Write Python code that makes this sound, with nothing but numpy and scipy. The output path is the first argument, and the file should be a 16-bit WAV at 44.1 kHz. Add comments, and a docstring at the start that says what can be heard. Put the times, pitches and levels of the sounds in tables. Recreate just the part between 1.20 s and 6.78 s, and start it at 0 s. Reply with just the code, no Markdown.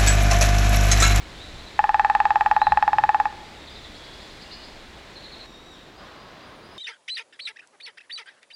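"""First comes the hush of a forest with rumbling air and far small birds: shaped noise and gliding tones.
Then a woodpecker drums 29 blows on a hollow branch, slowing slightly, the last blow weak.
Each blow sets the wood ringing near 850 Hz, with a short crack of noise from the bill.
The trunks around scatter the sound and throw back a dull echo. Later the background level steps down at
once and the songbirds break off briefly, while a thin cry sounds; near the end a distant rushing rises."""
import sys
import numpy as np
from scipy import signal
from scipy.fft import rfft, irfft
from scipy.io import wavfile

SR = 44100
rng = np.random.default_rng(int(sys.argv[2]) if len(sys.argv) > 2 else 0)


def int16_out(signal):
    """Quantize to a 16-bit WAV file."""
    q = np.round(np.clip(np.atleast_2d(signal).T, -1, 1) * 32767)
    wavfile.write(sys.argv[1], SR, q.astype(np.int16))


N = 246078
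TIME = np.arange(N) / SR   # seconds

# In the colour tables only the shape counts: each noise is later scaled to its own layer level.
# colour of the air rumbling on the microphone: pitch_hz, level_db (per Hz)
RUMBLE_COLOUR = [(12, -30.5), (20, 3), (45, -1), (64, 2.5), (100, -8), (161, -19), (205, -12), (290, -46.5),
                 (480, -120)]
# colour of the low part of the forest hush: pitch_hz, level_db (per Hz)
LOW_HUSH_COLOUR = [(60, -11), (110, -4), (190, -2.5), (250, -3), (340, -1.1), (550, -7), (900, -10),
                   (1800, -41)]
# colour of the main forest hush: pitch_hz, level_db (per Hz)
HUSH_COLOUR = [(300, -22.5), (600, -1.5), (1100, -7), (2000, -1.5), (3000, -7), (4000, -5.5), (5000, -13),
               (6500, -21)]
# colour of the hissing leaves: pitch_hz, level_db (per Hz)
LEAVES_COLOUR = [(1500, -19), (3500, 9), (5000, -0.5), (6000, -4), (7500, -3), (9000, -11.5),
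                 (10300, -11.5), (12000, -21.5), (16000, -26)]
# colour of the distant rushing, with a faint hollow tone: pitch_hz, level_db (per Hz)
RUSH_COLOUR = [(400, -15.5), (580, -0.5), (930, -3), (1010, 1), (1060, 5), (1120, -0.5), (1600, -3),
               (2200, -9), (4000, -10.5)]
# loudness of the rushing over time: time_s, level_db
RUSH_LOUDNESS = [(4.76, -54), (4.81, -45.5), (5.0, -48), (5.25, -47.5), (5.42, -51), (5.58, -49)]
# level of each background layer: start_level_db, easing_db_per_s, step_down_db
RUMBLE_LEVEL = (-43.5, 2.3, 3.6)
LOW_HUSH_LEVEL = (-49, 0.055, 1)
HUSH_LEVEL = (-46.5, 0.6, 5.4)
LEAVES_LEVEL = (-53.5, 0.76, 4.4)
# breaths of wind that lift the hiss of the leaves: peak_s, length_s, rise_db
GUSTS = [(0.3, 0.38, 2.5), (3.0, 0.5, 3)]
# soft buffets of air on the microphone: peak_s, length_s, level_db
BUFFETS = [(0.354, 0.028, -42.5), (1.519, 0.048, -38.5), (1.756, 0.094, -44.5), (1.868, 0.036, -43)]

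# phrases of short chips, each repeating one glide and loudest in its middle, before the distance is added:
# start_s, chip_count, gap_s (from start to start), chip_length_s,
# start_pitch_hz, middle_pitch_hz, end_pitch_hz (each chip is slightly retuned),
# trill_depth_hz, level_db, swell_db (how much softer the outer chips are)
CHIPS = [(0.187, 1, 0.08, 0.071, 3440, 3860, 3960, 60, -40.5, 0),
         (0.385, 2, 0.078, 0.028, 3710, 4040, 3800, 200, -40.5, 0.5),
         (1.395, 1, 0.093, 0.085, 3480, 4070, 3440, 40, -37.5, 0),
         (2.471, 3, 0.083, 0.024, 4310, 3800, 3400, 260, -39, 1),
         (2.742, 5, 0.085, 0.038, 3553, 4214, 4890, 450, -44.5, 0),
         (3.197, 3, 0.11, 0.05, 3640, 4560, 4330, 380, -37, 5),
         (3.954, 4, 0.081, 0.036, 4090, 4134, 3530, 140, -38.5, 1),
         (5.264, 4, 0.087, 0.03, 10000, 9400, 8900, 30, -64.5, 1)]
# clear drawn-out whistles, before the distance is added:
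# start_s, length_s, start_pitch_hz, end_pitch_hz, level_db
WHISTLES = [(2.24, 0.063, 4620, 4980, -53), (2.31, 0.4, 3830, 3400, -53), (2.492, 0.059, 4720, 4980, -51),
            (2.712, 0.35, 3320, 3440, -50), (3.24, 0.16, 2800, 2954, -50.5), (3.957, 0.39, 4330, 4206, -51),
            (4.748, 0.057, 4670, 5070, -56), (4.957, 0.099, 4600, 5080, -57),
            (5.173, 0.115, 4790, 4890, -58), (5.425, 0.062, 4750, 4920, -55), (5.5, 0.106, 5030, 5200, -55)]
# a thin drawn-out bird cry, before the distance is added: time_s, pitch_hz, level_db
CRY = [(4.24, 1910, -62), (4.26, 1900, -52.5), (4.35, 1850, -55), (4.44, 1950, -58.5), (4.53, 1878, -49.5),
       (4.55, 1770, -53), (4.59, 1286, -64)]
# its overtones: multiple (of the pitch), level_db (added to the cry)
CRY_TONES = [(2, 8), (3, -4), (4, -9), (5, -22), (6, -22)]

# fading of the scatter among the trunks: time_s (before stretching), level_db (relative)
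SCATTER_FADE = [(0, -12), (.008, 5), (.03, -2.5), (.07, -2.5), (.18, -25.5), (.3, -31), (.6, -33),
                (1.2, -68.5)]
# colour of that scatter: pitch_hz, level_db
SCATTER_COLOUR = [(400, -1.5), (850, 2), (1200, 9), (1750, 8.5), (2500, 3), (4000, -4.5), (9000, -1)]

# ways the branch rings, the main one first:
# pitch_hz, level_db (added to the blow), t60_s (time to fade by 60 dB), polarity (+1 or -1)
BRANCH = [(862.3, -6.5, 0.065, -1), (656, -33, 0.066, 1), (817.5, -0.84, 0.02, 1), (927, -3, 0.0096, -1),
          (1170, -26, 0.019, -1), (1626, -8.5, 0.01, -1), (1733, -1, 0.0065, 1), (1922, -14.5, 0.01, -1),
          (2598, -20.5, 0.013, -1), (3215, -34.5, 0.016, 1), (3775, -36.5, 0.02, -1), (4530, -44, 0.035, 1),
          (5170, -42, 0.021, -1), (6860, -52.5, 0.033, 1)]
# effort of the neck, fading on the last blows: time_s, level_db
EFFORT = [(0.59, 2), (0.65, -0.5), (0.77, 2), (0.85, 0.9), (1.25, 0.64), (1.52, 1.2), (1.73, 0),
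          (1.93, 1.5), (2.0, -0.5), (2.055, -4)]

# at STEP_S the background level steps down and the songbirds break off, even in mid-note;
# they are silent for SONG_GAP_S
STEP_S, SONG_GAP_S = 4.263, 0.38
LEAVES_FADE_DB_PER_S = 11   # from the end of the song gap, the hiss of the leaves fades
TRILL_PER_S = 180   # the pitch shakes this fast within a chip
CRY_WAVER = 0.008   # rms pitch shake, as a share of the pitch
# the bill bounces at a nearly even pace, and slows as the bird tires
ROLL_START_S, BLOW_COUNT = 0.5913, 29
BLOW_GAP_S, FIRST_GAP_S, SLOWING_S = 0.05165, 0.0492, 0.0039
CUTOFF_HZ = 16000


def from_db(db):
    """Turn decibels into a plain multiplier."""
    return 10 ** (np.asarray(db) / 20)


def rms_one(x):
    """Scale a sound to an average strength (rms) of 1."""
    return x / np.sqrt(np.mean(x ** 2) + 1e-20)


def in_time(rows):
    """Draw straight lines between the rows of a table, giving each column a value at every sample."""
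    seconds, *columns = np.transpose(rows)
    return [np.interp(TIME, seconds, column) for column in columns]


def coloured(x, points):
    """Shape the spectrum by (Hz, dB) points, falling 20 dB per octave beyond them."""
    hz, level_db = np.transpose(points)
    octave = np.log2(np.arange(len(x) // 2 + 1) * SR / len(x) + 1)
    known = np.log2(hz)
    outside = np.abs(octave - np.clip(octave, known[0], known[-1]))
    gain = from_db(np.interp(octave, known, level_db) - 20 * outside)
    return irfft(rfft(x) * gain, len(x))


def noise(points):
    """Random noise with the given colour and an rms of 1."""
    return rms_one(coloured(rng.standard_normal(N), points))


def low_pass(x, cut_hz):
    """Dull a sound by softening everything above the cut."""
    return signal.sosfilt(signal.butter(2, cut_hz, fs=SR, output="sos"), x)


def easing(start_db, db_per_s, step_down_db):
    """Level of a background layer: it sinks slowly, and steps down at STEP_S."""
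    return start_db - db_per_s * TIME - step_down_db * (TIME > STEP_S)


def bumps(rows):
    """Add up smooth bell-shaped swells, each given by its peak time, length and height."""
    return sum(height * np.exp(-((TIME - peak) / length) ** 2) for peak, length, height in rows)


def rumble():
    """Light air pressing on the microphone makes deep noise."""
    return from_db(easing(*RUMBLE_LEVEL)) * noise(RUMBLE_COLOUR)


def hush():
    """The forest hush is a low and a higher band of soft noise, each easing by itself."""
    low = from_db(easing(*LOW_HUSH_LEVEL)) * noise(LOW_HUSH_COLOUR)
    return low + from_db(easing(*HUSH_LEVEL)) * noise(HUSH_COLOUR)


def leaves():
    """Leaves hiss as bright noise, lifted by gusts and fading near the end."""
    fading = LEAVES_FADE_DB_PER_S * np.maximum(TIME - STEP_S - SONG_GAP_S, 0)
    level_db = easing(*LEAVES_LEVEL) + bumps(GUSTS) - fading
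    return from_db(level_db) * noise(LEAVES_COLOUR)


def rush():
    """The distant rushing is noise with a faint hollow tone, rising near the end."""
    level_db, = in_time(RUSH_LOUDNESS)
    return from_db(level_db) * noise(RUSH_COLOUR)


def buffets():
    """Soft buffets of air on the microphone are brief swells of low noise."""
    swell = bumps([(peak, length, from_db(level_db)) for peak, length, level_db in BUFFETS])
    return swell * noise([(40, -4.5), (70, -1.0), (150, -8), (250, -19)])


def forest(x, stretch=0.86):
    """Countless small reflections from trunks and leaves; a farther source is spread over a longer time."""
    seconds, level_db = np.transpose(SCATTER_FADE)
    age = TIME[:SR] / stretch
    reflections = rng.standard_normal(SR) * from_db(np.interp(age, seconds, level_db))
    # even out the total energy before colouring
    reflections = coloured(reflections / np.linalg.norm(reflections), SCATTER_COLOUR)
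    return signal.fftconvolve(x, reflections)[:N]


def echo(x, delay_s, level_db, cut_hz):
    """One late, dull reflection from a stand of trees."""
    return from_db(level_db) * np.interp(TIME - delay_s, TIME, low_pass(x, cut_hz), left=0)


def add_note(song, start, length, pitches, level_db, wobble):
    """Add one bird note that glides through its pitches, swelling and fading."""
    span = (TIME >= start) & (TIME < start + length)
    progress = (TIME[span] - start) / length
    # a line through two pitches, or a smooth curve through three
    curve = np.polyfit(np.linspace(0, 1, len(pitches)), pitches, len(pitches) - 1)
    glide = np.polyval(curve, progress)
    phase = 2 * np.pi * np.cumsum(glide * (1 + wobble[span])) / SR
    swell = np.sqrt(np.abs(np.sin(np.pi * progress)))
    song[span] += from_db(level_db) * swell * np.sin(phase)


def songbirds(waver=0.014, buzz=0.014, pitch_spread=0.01):
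    """Trilled chips repeat in phrases that swell and ebb; whistles glide straight, with a slight waver."""
    song = np.zeros(N)
    flutter = noise([(20, 5.5), (250, 5.0), (600, -28.0)])
    trill = np.sin(2 * np.pi * TRILL_PER_S * TIME)
    for start, count, gap, length, *pitches, trill_hz, level_db, swell_db in CHIPS:
        count = round(count)
        wobble = buzz * flutter + trill * trill_hz / np.mean(pitches)
        for k in range(count):
            # from -1 at the first chip to 1 at the last
            off_centre = (2 * k - (count - 1)) / max(count - 1, 1)
            chip_db = level_db - swell_db * off_centre ** 2
            tuning = 1 + pitch_spread * rng.standard_normal()
            add_note(song, start + k * gap, length, tuning * np.array(pitches), chip_db, wobble)
    for start, length, *pitches, level_db in WHISTLES:
        add_note(song, start, length, pitches, level_db, waver * flutter)
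    return song


def cry():
    """A slightly hoarse stack of overtones that drops at its end."""
    pitch, level_db = in_time(CRY)
    shake = 1 + CRY_WAVER * noise([(20, -1), (150, -7), (400, -29)])
    phase = 2 * np.pi * np.cumsum(pitch * shake) / SR
    sounding = (TIME > CRY[0][0]) & (TIME < CRY[-1][0])
    tones = sum(from_db(tone_db) * np.sin(round(multiple) * phase) for multiple, tone_db in CRY_TONES)
    return sounding * from_db(level_db) * tones


def far_birds(song_direct_db=-2.0, song_scatter_db=0, cry_direct_db=-7.5, cry_scatter_db=-3):
    """Trees blur the far birds by scattering their sound; only the cry sounds in the song gap."""
    song, call = songbirds(), cry()
    # silences the songs and their scatter alike
    song_on = (TIME < STEP_S) | (TIME > STEP_S + SONG_GAP_S)
    far_song = from_db(song_direct_db) * song + from_db(song_scatter_db) * forest(song, stretch=1.1)
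    far_cry = from_db(cry_direct_db) * call + from_db(cry_scatter_db) * forest(call, stretch=1.8)
    return song_on * far_song + far_cry


def blows(uneven_db=0.33, hardness_db=-0.9, hardness_spread_db=1.24):
    """Time (s), strength (dB) and hardness (dB) of each blow; the gaps widen towards the end."""
    progress = np.arange(BLOW_COUNT - 1) / (BLOW_COUNT - 1)
    gaps = BLOW_GAP_S + SLOWING_S * progress ** 4
    gaps[0] = FIRST_GAP_S
    times = ROLL_START_S + np.r_[0, np.cumsum(gaps)]
    force, aim = rng.standard_normal((BLOW_COUNT, 2)).T
    strength = np.interp(times, *np.transpose(EFFORT)) + uneven_db * force
    hardness = hardness_db + hardness_spread_db * aim
    return times, strength, hardness


def clicks_at(times, level_db):
    """Place one single-sample click per blow."""
    clicks = np.zeros(N)
    clicks[np.round(times * SR).astype(int)] = from_db(level_db)
    return clicks


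def fade_per_sample(t60):
    """Multiplier per sample that fades a sound by 60 dB in t60 seconds."""
    return from_db(-60 / (t60 * SR))


def ring(clicks, hz, t60):
    """Each click starts a fading sine, of height 1 for a click of 1."""
    fade, turn = fade_per_sample(t60), 2 * np.pi * hz / SR
    # the tiny offset keeps the filter away from extremely small numbers
    return signal.lfilter([0, np.sin(turn)], [1, -2 * fade * np.cos(turn), fade * fade], clicks + 1e-18)


def bill_crack(times, strength, hardness, level_db=-27, t60=.016, low_hz=1900, high_hz=3600, top_hz=5000):
    """The bill tip crushes the surface fibres: a few milliseconds of bright noise."""
    clicks = clicks_at(times, strength + hardness + level_db)
    burst = signal.lfilter([1], [1, -fade_per_sample(t60)], clicks + 1e-18)
    band = signal.butter(1, [low_hz, high_hz], "band", fs=SR, output="sos")
    top = signal.butter(1, top_hz, fs=SR, output="sos")
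    return signal.sosfilt(np.vstack([band, top]), burst * rng.standard_normal(N))


def drumming(times, strength, hardness, hard_above_hz=1400, loose_above_hz=3000, spread_db=1.5, contact_hz=7000):
    """Blows ring every mode; hard ones favour upper modes, and the highest vary with the spot struck."""
    wood = np.zeros(N)
    for hz, level_db, t60, polarity in BRANCH:
        spot = spread_db * rng.standard_normal(len(times)) * (hz > loose_above_hz)
        blow_db = strength + level_db + hardness * (hz > hard_above_hz) + spot
        wood += np.sign(polarity) * ring(clicks_at(times, blow_db), hz, t60)
    # the contact lasts a moment, which rounds off the very top
    return low_pass(wood, contact_hz)


def scene(scatter_db=-18):
    """The drummer is near and nearly dry; the other birds are far off."""
    background = rumble() + hush() + leaves() + rush() + buffets()
    strikes = blows()
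    roll = drumming(*strikes) + bill_crack(*strikes)
    # the far echo is itself smeared by the trees it passes
    smeared = roll + from_db(-3.5) * forest(roll, stretch=1.8)
    scatter = from_db(scatter_db) * forest(roll)
    far_echo = echo(smeared, delay_s=0.18, level_db=-25.5, cut_hz=940)
    return (background + far_birds() + roll + scatter + far_echo)[None]


def record(dry, hiss_db=-72):
    """The microphone adds a faint even hiss, and the top is cut steeply."""
    heard = dry + from_db(hiss_db) * rng.standard_normal(N)
    return signal.sosfilt(signal.ellip(10, .1, 80, CUTOFF_HZ, fs=SR, output="sos"), heard)


dry = scene()
out = record(dry)
int16_out(out)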